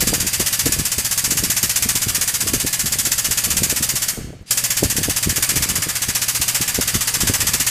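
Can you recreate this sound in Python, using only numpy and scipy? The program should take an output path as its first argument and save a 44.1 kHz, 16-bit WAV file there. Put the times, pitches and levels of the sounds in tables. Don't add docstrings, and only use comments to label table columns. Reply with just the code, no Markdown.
import sys
import numpy as np
from scipy import signal
from scipy.fft import rfft, irfft, next_fast_len
from scipy.io import wavfile

SR = 44100
rng = np.random.default_rng(int(sys.argv[2]) if len(sys.argv) > 2 else 0)


def log_audio(samples):
    frames = np.atleast_2d(samples).T
    limited = np.clip(frames, -1, 1)
    pcm = np.round(limited * 32767).astype(np.int16)
    wavfile.write(sys.argv[1], SR, pcm)


N = 339570
T = np.arange(N) / SR


def amp(db):
    return 10 ** (np.asarray(db) / 20)


def unit_rms(x):
    return x / np.sqrt(np.mean(x ** 2) + 1e-20)


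def curve(rows, t):
    return np.interp(t, *np.transpose(rows))


def log_curve(rows, hz):
    f, value = np.transpose(rows)
    return np.interp(np.log(hz + 1), np.log(f + 1), value)


def add(mix, start_s, sound):
    start = round(start_s * SR)
    sound = sound[max(-start, 0):]
    part = mix[max(start, 0):][:len(sound)]
    part += sound[:len(part)]


def noise(spectrum):
    size = next_fast_len(N)
    gain = amp(log_curve(spectrum, np.fft.rfftfreq(size, 1 / SR)))
    return unit_rms(irfft(rfft(rng.standard_normal(size)) * gain, size)[:N])


def lowpass(x, hz, order=2):
    return signal.sosfilt(signal.butter(order, min(hz, SR / 2 - 1), fs=SR, output="sos"), x)


def flutter(hz):
    return unit_rms(lowpass(rng.standard_normal(N), hz))


def ring(modes, detune=0):
    t = np.arange(SR // 4) / SR
    shifts = 1 + detune * rng.standard_normal(len(modes))
    return sum(amp(db - 60 * t / t60) * np.sin(2 * np.pi * hz * shift * t)
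               for (hz, db, t60), shift in zip(modes, shifts))


def eddy(t, hz, phase, order=3):
    wave = (np.exp(1j * phase) / (1 + 2j * np.pi * hz * t / order) ** order).real
    return wave / np.linalg.norm(wave)


# start/s, stop/s
TRIGGER_PULLS = [(0.005, 4.11), (4.5074, 7.69)]
# t/s, rate/Hz
STROKE_RATE = [(0, 15.356), (0.7, 15.379), (1.5, 15.46), (4, 15.512), (5.4, 15.158), (7.7, 15.18)]
# t/s, level/dB
DRIVE_PRESSURE = [(0, 1.5), (.18, -0.8), (.55, 1.5), (.87, -1), (1.2, 1.5), (1.45, 0.5), (1.95, 1.1),
                  (2.65, -0.6), (3.42, 1.25), (3.95, 0.6), (4.1, -1), (4.72, .5), (4.92, -0.8), (5.6, 1.2),
                  (5.9, -2), (6.43, 0.8), (6.72, -1.1), (7.35, 1.2)]
def piston_strokes(scatter_db=0.44):
    times = []
    for s, stop in TRIGGER_PULLS:
        while s < stop:
            times.append(s)
            s += 1 / curve(STROKE_RATE, s)
    levels_db = curve(DRIVE_PRESSURE, times) + scatter_db * rng.standard_normal(len(times))
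    return list(zip(times, levels_db))


# t/s, level/dB
PORT_FLOW = [(0, -6), (.0012, -2), (.003, 2.5), (.01, 1), (.02, -0.5), (.027, -5), (.034, -8.5),
             (.045, -53), (.064, -40)]
# f/Hz, level/dB
JET_SPECTRUM = [(150, -34.5), (500, -14.5), (900, -12.5), (1300, -8), (2000, -5), (2900, -5.5), (3900, -7),
                (5200, -2), (7000, 1.5), (8200, -1), (9800, -6.5), (11000, -0.5), (11800, -2), (12500, -7),
                (15000, -9)]
# t/s, level/dB
LOW_BAND_LIFT = [(0, 0), (1, -1), (2, -0.5), (3, -1), (4, -1), (4.6, -1.5), (5.5, 2), (6.3, 1.5), (6.9, 2),
                 (7.3, 3), (7.7, 0)]
def exhaust(strokes, level_db=-17, split_hz=3300, lag_s=0.0021, kick_db=7, kick_s=0.0068, snap_db=2.0):
    t, flow = np.arange(int(.07 * SR)) / SR, np.zeros(N)
    rested = np.diff([0] + [s for s, db in strokes]) > .2
    draws = rng.standard_normal((len(strokes), 2))
    for (s, db), fresh, (speed, snap) in zip(strokes, rested, draws):
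        onset_db = (snap_db * snap + fresh * kick_db) * np.exp(-t / kick_s)
        add(flow, s, amp(db + onset_db + curve(PORT_FLOW, t * np.exp(0.021 * speed))))
    jet = noise(JET_SPECTRUM)
    low_band = lowpass(lowpass(jet, split_hz)[::-1], split_hz)[::-1]
    slow_flow = lowpass(flow, 1 / (2 * np.pi * lag_s), order=1)
    bursts = (jet - low_band) * flow + low_band * slow_flow * amp(curve(LOW_BAND_LIFT, T))
    return bursts * amp(level_db + 0.7 * flutter(hz=430))


# f/Hz, level/dB, t60/s
RECOIL_MODES = [(62, -33, .15), (96, -29, .15), (118.6, 4.5, 0.36), (171.1, -7, 0.31), (200, 0, 0.086),
                (253, -5, 0.15), (315, -18, 0.2), (493, -12.5, 0.085), (590, 2.5, 0.015)]
def recoil(strokes, level_db=-37, lead_s=0.00274):
    out, boom = np.zeros(N), ring(RECOIL_MODES)
    for s, db in strokes:
        add(out, s - lead_s, amp(level_db + db) * boom)
    return out


# f/Hz, level/dB, t60/s
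HOUSING_MODES = [(922, -14, 0.03), (1153, -11.5, 0.072), (1416, -7.5, 0.033), (1735, -1, 0.11),
                 (1970, -3, 0.055), (2260, -6, 0.034), (2620, -22, 0.037), (2960, 1.5, 0.039),
                 (4880, -23, 0.078)]
def piston_knocks(strokes, out_db=-38, back_db=-35, out_s=0.00297, back_s=.0235, spread_db=2):
    knocks = np.zeros(N)
    for (s, db), (out_force, back_force, late) in zip(strokes, rng.standard_normal((len(strokes), 3))):
        out_knock = amp(db + out_db + spread_db * out_force) * ring(HOUSING_MODES, detune=0.0081)
        back_knock = amp(db + back_db + spread_db * back_force) * ring(HOUSING_MODES, detune=0.0071)
        add(knocks, s + out_s, out_knock)
        add(knocks, s + back_s + 0.000756 * late, back_knock)
    return knocks


# t/s, level/dB
VALVE_FLOW = [(0, 3.5), (2, -0.5), (4.09, 1), (4.13, -50), (4.45, -50), (4.463, -14), (4.485, -2.5),
              (4.52, 0.5), (6, 1), (7.7, 3.5)]
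# f/Hz, level/dB
VALVE_SPECTRUM = [(300, -11.5), (1600, -9), (2400, 0.5), (3600, -2), (4400, 0), (5500, -1), (7300, -2.5),
                  (8600, -3), (11000, -6), (15000, -29)]
def feed_valve(hiss_db=-36, whistle_db=-41, whistle_hz=4790, width_hz=170):
    phase = 2 * np.pi * whistle_hz * T
    whistle = unit_rms(flutter(width_hz / 2) * np.cos(phase) + flutter(width_hz / 2) * np.sin(phase))
    hiss = noise(VALVE_SPECTRUM) * amp(0.5 * flutter(hz=120))
    return (amp(hiss_db) * hiss + amp(whistle_db) * whistle) * amp(curve(VALVE_FLOW, T))


# t/s, level/dB, nominal f/Hz
AIR_PUFFS = [(0.026, -25, 390), (0.076, -18, 230), (0.132, -18, 450), (0.268, -29, 220), (0.403, -18, 316),
             (0.667, -15, 297), (0.694, -23, 180), (0.798, -17.5, 190), (0.985, -25, 275),
             (1.322, -23.5, 220), (1.437, -22, 280), (1.64, -21.5, 199), (1.861, -21, 201),
             (1.959, -26, 260), (2.071, -19, 181), (2.183, -28, 246), (2.466, -24, 312), (2.54, -15.5, 270),
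             (2.649, -20, 280), (2.844, -23, 168), (3.073, -26.5, 267), (3.474, -28, 200),
             (3.622, -19.5, 259), (3.728, -22, 340), (3.81, -21.5, 179), (3.94, -25.5, 215),
             (4.176, -28.5, 400), (4.189, -24.5, 228), (4.246, -28, 200), (4.305, -30.5, 280),
             (4.336, -29.5, 230), (4.831, -11, 380), (4.985, -20, 297), (5.016, -21, 208),
             (5.087, -17.5, 335), (5.274, -13.5, 190), (5.383, -26, 333), (5.566, -22, 235),
             (5.87, -25.5, 284), (6.09, -22.5, 218), (6.403, -25, 180), (6.609, -21, 189),
             (6.789, -16.5, 357), (6.955, -15.5, 190), (7.236, -17.5, 212), (7.299, -14.5, 236)]
def puffs(level_db=-2, core_ratio=1.13, wake_ratio=0.89, wake_db=-8, wake_s=.006):
    out, t = np.zeros(N), np.arange(-SR // 16, SR // 16) / SR
    scale = np.sqrt(SR / 100)
    for (s, db, hz), draws in zip(AIR_PUFFS, rng.standard_normal((len(AIR_PUFFS), 5, 3))):
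        swirl = eddy(t, core_ratio * hz, np.pi * draws[0, 0])
        for place, (phase, late, pitch) in zip((-1, 1, 2, 3), draws[1:]):
            offset_s = wake_s * place * np.exp(0.252 * late)
            neighbour = eddy(t - offset_s, wake_ratio * hz * np.exp(.3 * pitch), np.pi * phase)
            swirl += amp(wake_db) / np.sqrt(abs(place)) * neighbour
        add(out, s + t[0], amp(db + level_db) * scale * swirl)
    return out


# t/s, length/s, level/dB
AIR_GUSTS = [(0, 0.28, -27.5), (0.637, .19, -32), (1.26, .26, -31), (1.818, 0.079, -31), (2.415, 0.15, -30),
             (2.87, .17, -34.5), (3.267, .04, -30), (3.443, 0.22, -29.5), (4.127, 0.22, -35.5),
             (4.395, 0.036, -36), (4.856, 0.22, -33), (5.26, 0.076, -30.5), (5.502, .3, -29.5),
             (7.15, 0.15, -31.5), (7.401, 0.22, -30)]
def air_drift(stir_db=-43, rise_s=0.011, fall_s=0.014):
    running = sum((T > start) & (T < stop) for start, stop in TRIGGER_PULLS)
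    power = amp(stir_db) ** 2 * abs(lowpass(running, hz=8.7))
    for s, length_s, db in AIR_GUSTS:
        fade = np.maximum(s - T, 0) / rise_s + np.maximum(T - s - length_s, 0) / fall_s
        power += (amp(db) * np.exp(-np.minimum(fade, 20))) ** 2
    return np.sqrt(power)


def ripples(drift, rate_hz=40, centre_hz=235, spread_db=0.5):
    out, t = np.zeros(N), np.arange(-SR // 32, SR // 32) / SR
    scale = np.sqrt(SR / 100)
    for k, (late, strength, pitch, phase) in enumerate(rng.standard_normal((600, 4))):
        s = (k + .5 * late) / rate_hz
        if 0 <= s < T[-1]:
            swirl = eddy(t, centre_hz * np.exp(0.25 * pitch), np.pi * phase)
            add(out, s + t[0], drift[int(s * SR)] * amp(spread_db * strength) * scale * swirl)
    return out


# f/Hz, level/dB
DRAUGHT_SPECTRUM = [(10, -30), (25, -5.5), (55, 3.5), (90, 2.5), (160, -3.5), (300, -16), (600, -17.5),
                    (1500, -45)]
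def draught(drift, level_db=-3, lumpy_db=3, puff_db=-8, rise_s=0.019, fall_s=0.049):
    power = drift ** 2
    for s, db, _ in AIR_PUFFS:
        fade = np.maximum(s - T, 0) / rise_s + np.maximum(T - s, 0) / fall_s
        power += (amp(db + puff_db) * np.exp(-np.minimum(fade, 20))) ** 2
    rumble = noise(DRAUGHT_SPECTRUM) * amp(level_db) * np.sqrt(power)
    return rumble * unit_rms(amp(lumpy_db * flutter(hz=40)))


# f/Hz, t60/s
TAIL_DECAY = [(150, 0.89), (1000, 0.89), (3000, 0.93), (6000, 0.63), (9000, 0.46), (14000, 0.34)]
# f/Hz, level/dB
TAIL_SPECTRUM = [(300, 1), (1000, 3.5), (2500, 0), (5000, -1.5), (7000, -0.5), (9400, 8), (11200, 0),
                 (13000, 6), (15000, 6.5)]
# delay/s, gain
NEAR_ECHOES = [(.0011, .06), (.0042, .08), (.0062, .05)]
def workshop(x, wet_db=-6, gap_s=.006, tails=8):
    out = x.copy()
    for k in range(tails):
        hz, t, bins = signal.stft(rng.standard_normal(SR), SR, nperseg=256)
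        fade_db = log_curve(TAIL_SPECTRUM, hz)[:, None] - 60 * t / log_curve(TAIL_DECAY, hz)[:, None]
        tail = signal.istft(bins * amp(fade_db), SR, nperseg=256)[1]
        crossfade = np.sqrt(2 / tails) * np.cos(np.pi * ((k // 2 + 1) * T + k / 2))
        add(out, gap_s, amp(wet_db) * signal.fftconvolve(x * crossfade, tail / np.linalg.norm(tail)))
    for delay_s, gain in NEAR_ECHOES:
        add(out, delay_s, gain * x)
    return out


# f/Hz, level/dB
ROOM_TONE_SPECTRUM = [(30, -10), (120, 11), (400, -10), (1500, -18), (5000, -27), (15000, -40)]
def room_tone(level_db=-52):
    return amp(level_db) * noise(ROOM_TONE_SPECTRUM)


def scene():
    strokes, drift = piston_strokes(), air_drift()
    jack = workshop(exhaust(strokes) + feed_valve() + piston_knocks(strokes))
    wind = puffs() + ripples(drift) + draught(drift)
    return (jack + recoil(strokes) + wind + room_tone())[None]


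def record(dry):
    edge_hz = 15080
    taps = signal.firwin(601, edge_hz, window=("kaiser", 8), fs=SR)
    return signal.oaconvolve(dry, taps[None], "same")


dry = scene()
out = record(dry)
log_audio(out)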